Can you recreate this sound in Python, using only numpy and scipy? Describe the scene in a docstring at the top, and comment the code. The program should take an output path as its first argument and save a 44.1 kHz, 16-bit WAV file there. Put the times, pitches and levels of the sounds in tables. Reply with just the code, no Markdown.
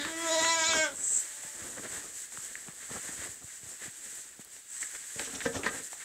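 """A young goat bleats close to the microphone in a straw-bedded pen; another answers faintly from afar. Hooves
shuffle in the straw, a muzzle sniffs at the microphone, bodies bump it and hooves knock a wooden trough. Voices
are harmonics and breath through gliding formants; straw is grainy noise, and the rustle sounds strongest near
1.7 and 8 kHz. Snaps and bumps are noise puffs through a resonance; the trough is a set of dying modes."""
import sys
import numpy as np
from scipy import signal
from scipy.fft import rfft, irfft, next_fast_len
from scipy.io import wavfile
from scipy.ndimage import uniform_filter1d, map_coordinates

SR = 44100
rng = np.random.default_rng(int(sys.argv[2]) if len(sys.argv) > 2 else 0)


def digitize_waveform(pressure):
    """Quantize a signal to 16-bit integers and store it at the path in sys.argv[1].

    Rows of a 2-D input are taken as channels; values are limited to [-1, 1].
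    """
    field = np.atleast_2d(pressure).T
    bounded = np.clip(field, -1, 1)
    quanta = np.round(bounded * 32767).astype(np.int16)
    wavfile.write(sys.argv[1], SR, quanta)


N = 266362  # samples


def amp(db):
    """Decibels to amplitude factor."""
    return 10 ** (np.asarray(db) / 20)


def unit(x):
    """x scaled to an rms of 1."""
    return x / np.sqrt(np.mean(x ** 2) + 1e-20)


def along(points, hz):
    """(Hz, value) points read at hz on a log frequency axis."""
    f, v = np.transpose(points)
    return np.interp(np.log(hz + 1), np.log(f + 1), v)


def curves(rows, t):
    """Each column after the time, read at times t."""
    s, *cols = np.transpose(rows)
    return [np.interp(t, s, c) for c in cols]


def wobble(rate, size=N):
    """A smooth random curve, rate knots a second."""
    knots = rng.standard_normal(int(size * rate / SR) + 4)
    return map_coordinates(knots, [np.arange(size) * rate / SR])


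def filtered(x, response):
    """x times a complex response of frequency."""
    m = next_fast_len(len(x) + 8192)
    spectrum = rfft(x, m) * response(np.fft.rfftfreq(m, 1 / SR))
    return irfft(spectrum, m)[:len(x)]


def peak(hz, centre_hz, width_hz):
    """Response of one causal resonance."""
    return 1j * hz * width_hz / (centre_hz ** 2 - hz ** 2 + 1j * hz * width_hz)


def add(track, s, sound):
    """Mix a sound in at s seconds."""
    spot = track[round(s * SR):][:len(sound)]
    spot += sound[:len(spot)]


def steady(x):
    """x with its slow level divided out."""
    return x / np.sqrt(np.abs(uniform_filter1d(x ** 2, SR // 40)) + 1e-12)


def tract(hz, shape):
    """Gain of mouth, throat and body at hz, for the formant frequencies and strengths in shape."""
    # widths of the four mouth formants [Hz]
    formant_widths_hz = [150, 190, 158, 325]
    # the throat's fixed ring: f/Hz, width/Hz, level/dB
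    throat_ring = [(5400, 1500, -6), (6900, 600, 0), (7550, 400, -1)]
    # unmoving resonances of chest and nose: f/Hz, width/Hz, level/dB
    chest_and_nose = [(305, 120, -14.5), (655, 92, -12)]
    throat_top_hz = 7830
    formants_hz, second_db, third_db, fourth_db, ring_db = shape[:4], *shape[4:]
    strengths = amp([0 * ring_db, second_db, third_db, fourth_db])
    formants = zip(formants_hz, formant_widths_hz, strengths)
    mouth = sum(np.abs(g * peak(hz, c, w)) ** 2 for c, w, g in formants)
    ring = sum(amp(db) * np.abs(peak(hz, c, w)) ** 2 for c, w, db in throat_ring)
    body = sum(np.abs(amp(db) * peak(hz, c, w)) ** 2 for c, w, db in chest_and_nose)
    pocket = amp(-5 * np.exp(-((hz - 4600) / 200) ** 2))  # a side pocket of the throat traps this band
    gain = np.sqrt(body + mouth + (amp(ring_db) * ring) ** 2)
    return gain * pocket / np.sqrt(1 + (hz / throat_top_hz) ** 24)


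def voice(folds, level_rows, mouth, quavers, jitter, shimmer_db, count):
    """Harmonics of the vocal folds and air noise, through a mouth whose formants may glide."""
    t = np.arange(level_rows[0][0] * SR, level_rows[-1][0] * SR) / SR
    (hz, hoarse), (db,) = curves(folds, t), curves(level_rows, t)
    slack_hz = sum(depth_hz * np.exp(-((t - s) / width) ** 2) for s, depth_hz, width in quavers)
    hz = hz - slack_hz
    hz = hz * (1 + jitter * np.sqrt(hoarse) * wobble(150, size=len(t)))  # hoarse cycles are uneven
    phase = 2 * np.pi * np.cumsum(hz) / SR

    slow = slice(None, None, 32)  # the mouth moves slowly
    shape = curves(mouth, t[slow])
    tone = np.zeros(len(t))
    for k in range(1, count + 1):
        level_db = -0.022 * k * slack_hz  # slack folds close softly and dull the upper harmonics
        level_db += shimmer_db * (1 + k / 16) * wobble(45.06, size=len(t))
        gain = np.interp(t, t[slow], tract(k * hz[slow], shape))
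        # phases spread within each cycle and the overtones drift
        lag = .04 * k * wobble(55, size=len(t)) - .13 * k * k
        tone += amp(level_db) * gain * np.cos(k * phase + lag)

    f, frames, z = signal.stft(rng.standard_normal(len(t)), SR, nperseg=1024)
    f = f[:, None]
    z = z * tract(f, curves(mouth, t[0] + frames))
    z = z * (f / (f + 1500)) ** 2  # air noise is weak in the bass
    air = signal.istft(z, SR, nperseg=1024)[1][:len(t)]
    breath = steady(air) * (.9 + .6 * np.cos(phase))  # puffed once a cycle

    out = np.zeros(N)
    add(out, t[0], amp(db) * (np.sqrt(1 - hoarse) * steady(tone) + np.sqrt(hoarse) * breath))
    return out


def near_goat():
    """The close bleat: the folds quaver in pitch while the mouth opens and shuts."""
    # loudness of the bleat: t/s, level/dB
    bleat = [(0, -34), (.06, -43.5), (.23, -36.5), (.27, -33.5), (.32, -29), (.5, -27.5), (.56, -30),
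             (.63, -28), (0.846, -28), (.865, -34.5), (.885, -41.5), (.94, -52.5), (.97, -78)]
    # vocal folds: t/s, f/Hz of the pitch, hoarseness [0-1]
    folds = [(0, 287, .2), (.04, 288, .15), (.062, 325, .04), (.15, 325, .015), (.232, 335, .02),
             (.26, 328, .05), (.43, 328.5, .06), (.47, 329, .02), (.515, 331.5, .02), (.57, 329, .025),
             (.6, 322, .03), (.655, 323, .03), (.682, 332.5, .03), (.72, 323.5, .025), (.748, 323, .03),
             (.775, 314, .02), (.835, 314, .02), (.89, 276, .12), (.97, 268, .08)]
    # opening mouth: t/s, four formants f/Hz, then level/dB of second, third, fourth and of the throat's ring
    mouth = [(.03, 290, 1830, 2040, 3780, 0, -28, -2, -31), (.17, 314, 1340, 1960, 3180, -8, -5, -15, -19),
             (.25, 425, 1200, 1990, 3460, -4.5, -11, -19, -16),
             (.33, 660, 1500, 2000, 3800, -49, -13.5, -7.5, -11.5),
             (.42, 780, 1400, 2020, 3800, -23, -4.5, -8.5, -9),
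             (.5, 890, 1360, 1970, 3930, -24, 2, 0.5, -9), (.56, 830, 1550, 2290, 3630, -2.5, -7, -12, -8),
             (.63, 870, 1530, 2200, 3180, 0, -4, -6.5, -4.5),
             (.69, 750, 1430, 2310, 3970, -1, -1.5, 4.5, -3.5),
             (.74, 725, 1610, 2240, 3180, 5.5, 3, 0.5, -3),
             (.82, 605, 1580, 2200, 3320, -0.5, -5.5, -11.5, -8.5),
             (.88, 605, 1420, 2050, 3320, -0.5, -16, -9, -15),
             (.93, 278, 1360, 2020, 3420, -22, -30, -30, -35)]
    # pitch dips: t/s, depth/Hz, half width/s
    quavers = [(.304, 13, .014), (.368, 12, .015), (.414, 11, .012), (.548, 3, .01), (.638, 5, .011)]
    return voice(folds, bleat, mouth, quavers, jitter=.012, shimmer_db=1.8, count=30)


def shuffle():
    """Straw hisses, hooves scuff and bodies rumble as the herd moves; a dragged hoof swells briefly."""
    # the herd's steady stirring: t/s, straw hiss level/dB, body rumble level/dB
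    stirring = [(0, -45.5, -59), (.5, -40.5, -56), (.95, -46, -55), (1.2, -39, -53.5), (1.28, -43, -70),
                (1.7, -43.5, -52), (2.06, -43.5, -52), (2.11, -47, -63), (2.3, -48.5, -70),
                (2.5, -43.5, -58), (2.72, -50, -62), (2.95, -42, -64), (3.3, -42.5, -55),
                (3.41, -51, -65.5), (3.78, -49.5, -68.5), (4.2, -44.5, -65), (4.36, -53.5, -67.5),
                (4.65, -54.5, -70), (4.75, -43.5, -72), (5.12, -43.5, -68), (5.2, -40.5, -56),
                (5.65, -46, -43), (5.85, -46, -69), (6.04, -46, -67)]
    # hooves dragged through straw: t/s, length/s, then level/dB of hiss, scuff and rumble
    scrapes = [(0, 0.13, -60, -41.5, -49.5), (0.152, .28, -47.5, -46.5, -81), (0.376, 0.13, -57, -60, -48),
               (0.678, 0.034, -60, -60, -48), (0.712, 0.11, -49, -62, -38.5),
               (1.582, 0.12, -65, -58.5, -58), (1.762, 0.031, -78, -49, -52.5),
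               (1.826, .06, -74, -50, -49.5), (1.875, 0.14, -48, -51, -80), (2.122, 0.15, -45.5, -64, -89),
               (2.3, 0.092, -50, -66, -61), (2.364, 0.13, -49.5, -70, -67), (2.663, 0.049, -59, -60, -54),
               (2.766, 0.13, -58, -58.5, -87), (2.885, 0.12, -59, -52, -45), (3.015, 0.14, -55, -52.5, -62),
               (3.161, .13, -55, -50.5, -53), (3.426, .04, -51, -80, -78), (3.452, 0.16, -54.5, -61, -87),
               (3.622, 0.16, -51.5, -64.5, -62), (3.782, 0.13, -48.5, -51.5, -58.5),
               (4.01, 0.18, -55, -68, -78), (4.393, 0.036, -51, -60, -76), (4.494, 0.12, -54, -67, -78),
               (4.799, 0.058, -48, -57, -62), (4.934, 0.041, -53, -50, -55.5),
               (5.183, 0.049, -44, -45.5, -48), (5.325, .048, -74, -61, -60), (5.41, 0.017, -59, -37, -70),
               (5.54, 0.044, -59, -52, -42), (5.63, .019, -57, -39.5, -58), (5.636, 0.065, -54, -36, -53),
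               (5.703, 0.12, -48, -48, -51), (5.813, 0.078, -49, -72, -82), (5.898, 0.057, -50, -63, -66),
               (5.997, 0.041, -62, -48, -80)]
    # spectra of the three layers: f/Hz, level/dB per Hz
    straw_spectrum = [(1470, -28), (2500, -19), (5390, -14), (7220, -0.5), (7980, 2), (9600, -13),
                      (15100, -24.5), (15700, -33)]
    scuff_spectrum = [(400, -15.5), (700, -15), (1300, -8.5), (1620, 1.5), (1900, 2), (2500, -9),
                      (3600, -9.5), (4800, -15.5), (5900, -25), (7000, -14), (9000, -120)]
    rumble_spectrum = [(18, -40), (30, 4), (70, -0.5), (156, -6.5), (276, -0.5), (500, -2.5), (700, -6),
                       (1000, -10.5), (1400, -6), (2200, -55)]
    hiss, rumble = amp(curves(stirring, np.arange(N) / SR))
    scuff = amp(-11) * hiss  # the steady scuff lies 11 dB below the straw hiss
    for s, length, *levels_db in scrapes:
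        swell = np.sqrt(np.hanning(round(length * SR)))
        for layer, db in zip((hiss, scuff, rumble), levels_db):
            add(layer, s, amp(db) * swell)
    hiss = hiss * rustle(straw_spectrum, grain_db=1.0, flicker_db=0.77)
    scuff = scuff * rustle(scuff_spectrum, grain_db=0.5, flicker_db=1.5)
    return hiss + scuff + rumble * rustle(rumble_spectrum, grain_db=1.5, flicker_db=3)


def rustle(spectrum, grain_db, flicker_db):
    """Noise of unsteady level, shaped to a spectrum, of rms 1."""
    level_db = grain_db * wobble(700) + flicker_db * wobble(45)
    grains = amp(level_db) * rng.standard_normal(N)
    return unit(filtered(grains, lambda hz: amp(along(spectrum, hz))))


def straw_snaps():
    """Stalks snap in mid band and thin ones tick high up, each a short broad pop."""
    # straw snaps: t/s, peak level/dB, centre f/Hz, puff t60/s, width [share of centre]
    snaps = [(.049, -24.5, 1580, 0.02, 1.2), (.4475, -17, 1820, 0.018, 0.5),
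             (.734, -20.5, 1360, 0.017, 0.7), (1.436, -35, 900, 0.025, 2.3),
             (2.323, -39, 1197, 0.0081, 1.5), (2.3735, -30, 1150, 0.0073, 1.1),
             (2.5545, -26.5, 1840, 0.0024, 0.33), (2.684, -34.5, 900, 0.004, 1.4),
             (3.088, -33, 1100, .006, 1.4), (4.393, -42.5, 800, .0035, 3.3),
             (4.565, -38, 1500, 0.0097, 2.9), (4.828, -27.5, 1920, 0.026, 0.3), (4.95, -34, 1835, .008, 1),
             (5.1945, -23, 1660, 0.019, 1.5), (5.4055, -24, 1800, 0.033, 1.1),
             (5.6345, -26.5, 2230, 0.024, 0.29), (5.6615, -26, 4570, .0049, .41),
             (5.931, -31, 1010, 0.0065, 1.5)]
    # thin stalks ticking: t/s, peak level/dB
    thin_stalks = [(.1915, -26), (.4225, -32), (2.344, -37), (2.9737, -40), (3.3454, -34), (4.155, -30),
                   (4.4484, -29), (4.706, -41), (5.1977, -36), (5.408, -38)]
    tick_hz, tick_t60_s, tick_width = 9800, 0.0039, 1.1
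    ticks = [(s, db, tick_hz, tick_t60_s, tick_width) for s, db in thin_stalks]
    return pops(snaps + ticks, puff=0.25)


def bumps():
    """Bodies nudge the microphone: soft low pops with little noise in them."""
    # bumps: t/s, peak level/dB, centre f/Hz
    nudges = [(.742, -32, 504), (1.449, -44.5, 150), (1.619, -44, 88.5), (1.796, -34.5, 276),
              (2.382, -46, 130), (2.686, -39, 165), (2.914, -36.5, 200), (3.091, -38, 233),
              (3.19, -44, 79.5), (3.29, -45, 80), (3.441, -43.5, 103), (3.633, -46.5, 105),
              (3.664, -50, 90), (3.88, -41.5, 120), (4.394, -41.5, 208), (5.161, -40.5, 127)]
    t60_s, width = 0.057, 1.13  # of the noise puff; share of centre
    return pops([(s, db, hz, t60_s, width) for s, db, hz in nudges], puff=0.023)


def pops(rows, puff):
    """One push and a dying puff of noise through a broad resonance."""
    out, t = np.zeros(N), np.arange(SR // 6) / SR
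    for s, db, hz, t60, spread in rows:
        push = puff * amp(-60 * t / t60) * rng.standard_normal(len(t))
        push[0] += 1
        pop = filtered(push, lambda f: peak(f, hz, spread * hz) ** 2)
        add(out, s, amp(db) * pop / np.abs(pop).max())
    return out


def sniff():
    """Air whistles through the nostrils in fluttering puffs."""
    # one table a sniff: t/s, level/dB
    sniffs = [
        [(0.95, -45.5), (1.07, -27), (1.092, -32), (1.118, -29), (1.182, -27.5), (1.25, -50), (1.28, -57)],
        [(4.68, -56), (4.716, -46), (4.788, -47), (4.816, -32.5), (4.842, -53), (4.862, -41), (4.9, -58)],
    ]
    # nostril resonances: f/Hz, width/Hz, level/dB
    nostrils = [(6220, 880, -4.5), (7630, 360, 13), (8200, 390, 9.5), (9400, 570, -13.5)]

    def nose(f):
        # neighbouring resonances have opposite signs
        return sum((-1) ** k * amp(db) * peak(f, c, w) for k, (c, w, db) in enumerate(nostrils))

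    t = np.arange(N) / SR
    air = amp(2.2 * wobble(220)) * rng.standard_normal(N)
    level = np.zeros(N)
    for rows in sniffs:
        level += amp(curves(rows, t)[0]) * (t > rows[0][0]) * (t < rows[-1][0])
    return unit(filtered(air, nose)) * level


def far_goat():
    """The faint answer from afar: few harmonics, and a mouth that holds one shape."""
    # loudness of the answer: t/s, level/dB
    far_bleat = [(1.17, -81), (1.23, -67.5), (1.4, -62.5), (1.55, -62.5), (1.64, -63), (1.7, -90)]
    # the far goat's folds: t/s, f/Hz of the pitch, hoarseness [0-1]
    far_folds = [(1.17, 296, .12), (1.4, 291, .12), (1.55, 295, .12), (1.7, 308, .12)]
    # held mouth: t/s, four formants f/Hz, then level/dB of second, third, fourth and of the throat's ring
    far_mouth = [(1.4, 600, 880, 2000, 3500, -2, -14, -40, -60)]
    return voice(far_folds, far_bleat, far_mouth, [], jitter=.04, shimmer_db=3, count=8)


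def knocks():
    """Each blow rings the loose boards anew; hard hoof edges wake the high modes and slide with a hiss."""
    # hoof on the trough: t/s, low modes' peak level/dB, high modes' peak level/dB, rise/s
    blows = [(5.158, -42.5, -57.5, 0.0011), (5.197, -39, -42, 0.0025), (5.272, -44, -39.5, 0.0016),
             (5.328, -39.5, -58, 0.017), (5.454, -24.5, -25, 0.0018), (5.4594, -22, -25.5, 0.00041),
             (5.501, -54, -54, 0.0014), (5.554, -27.5, -35, 0.0027), (5.662, -28.5, -17, 0.00068),
             (5.738, -38, -44, 0.0045), (5.792, -43.5, -42, 0.0031)]
    # modes of the wooden trough: f/Hz, level/dB, t60/s
    modes = [(100, -11, .15), (155, -12, .12), (262, -3, .16), (468, -2, .13), (560, -4, .1),
             (727, -12, .08), (845, -11, .08), (1017, -5, .05), (1270, -3, .06), (1615, 0, .08),
             (1790, -1, .07), (1930, -3, .065), (2300, -10, .05)]
    # hoof sliding on a board: t/s, length/s, level/dB
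    rubs = [(5.193, 0.12, -45.5), (5.286, 0.11, -43), (5.411, 0.089, -41.5), (5.505, 0.11, -43.5),
            (5.656, 0.024, -38), (5.748, .06, -57)]
    # spectrum of the slide: f/Hz, level/dB per Hz
    board_spectrum = [(1000, -19), (2600, -5), (3500, -3), (4600, -11), (5900, 0), (6800, -5), (9000, -50)]
    crack_db, crack_t60_s = -12, 0.026  # noise of the crunch of contact, scaled by the high modes' peak
    out, t = np.zeros(N), np.arange(SR // 4) / SR
    for s, low_db, high_db, rise in blows:
        low, high = np.zeros(len(t)), np.zeros(len(t))
        for hz, level_db, t60 in modes:
            rattle = 1.1 * wobble(50, size=len(t))  # radians
            decay = amp(level_db + rng.normal(0, 2.5) - 60 * t / t60)
            ring = decay * np.sin(2 * np.pi * hz * rng.normal(1, .02) * t + rattle)
            add(high if hz > 1000 else low, 0, ring * amp(3 * wobble(72, size=len(t))))
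        crunch = amp(-60 * t / crack_t60_s) * rng.standard_normal(len(t))
        crack = filtered(crunch, lambda f: peak(f, 1800, 2800))
        add(high, 0, amp(crack_db) * np.abs(high).max() * crack)
        swell = 1 - np.exp(-t / max(rise, 1e-4))
        for db, part in (low_db, low * swell), (high_db, high * swell):
            add(out, s, amp(db) * part / np.abs(part).max())
    slide = np.zeros(N)
    for s, length, db in rubs:
        add(slide, s, amp(db) * np.hanning(round(length * SR)))
    return out + slide * rustle(board_spectrum, grain_db=1.0, flicker_db=4.0)


def pen(x, walls_db, tail_db):
    """Direct sound, near walls as delayed copies, then the barn's tail of dying noise."""
    # near walls: delay/s, level/dB before walls_db is added
    walls = [(.0023, -44), (.0051, -6), (.0092, -5), (0.0133, -28), (0.0204, -6), (0.025, -5)]
    # decay of the barn: f/Hz, t60/s
    barn = [(200, 0.17), (2000, 0.2), (10000, 0.065)]
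    out = x.copy()
    for s, db in walls:
        add(out, s, amp(db + walls_db) * x)
    hz, t, z = signal.stft(rng.standard_normal(SR // 2), SR, nperseg=256)
    decay = amp(-60 * t / along(barn, hz)[:, None])
    tail = signal.istft(z * decay, SR, nperseg=256)[1]
    add(out, .02, amp(tail_db) * signal.fftconvolve(x, tail / np.linalg.norm(tail)))
    return out


def scene():
    """Goats and hard hits sound in the pen; bumps, shuffling and sniffs reach the microphone dry."""
    goats = pen(near_goat() + far_goat(), walls_db=-10, tail_db=-12)
    hits = pen(straw_snaps() + knocks(), walls_db=-19.0, tail_db=-13)
    close = bumps() + shuffle() + sniff()
    return (goats + hits + close)[None]


def record(dry):
    """The microphone adds its own faint hiss and loses the deepest bass; nothing is kept above the band limit."""
    # the microphone's own noise: f/Hz, level/dB per Hz
    hiss_spectrum = [(30, 7), (300, -21), (3000, -2.5), (10000, -9.5), (15700, -10)]
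    top_hz, bass_cut_hz = 15720, 40
    hiss = rustle(hiss_spectrum, grain_db=0, flicker_db=0)

    def response(hz):
        return (1j * hz / (bass_cut_hz + 1j * hz)) ** 3 * (hz < top_hz)

    return filtered(dry[0] + amp(-61.0) * hiss, response)[None]


dry = scene()
out = record(dry)
digitize_waveform(out)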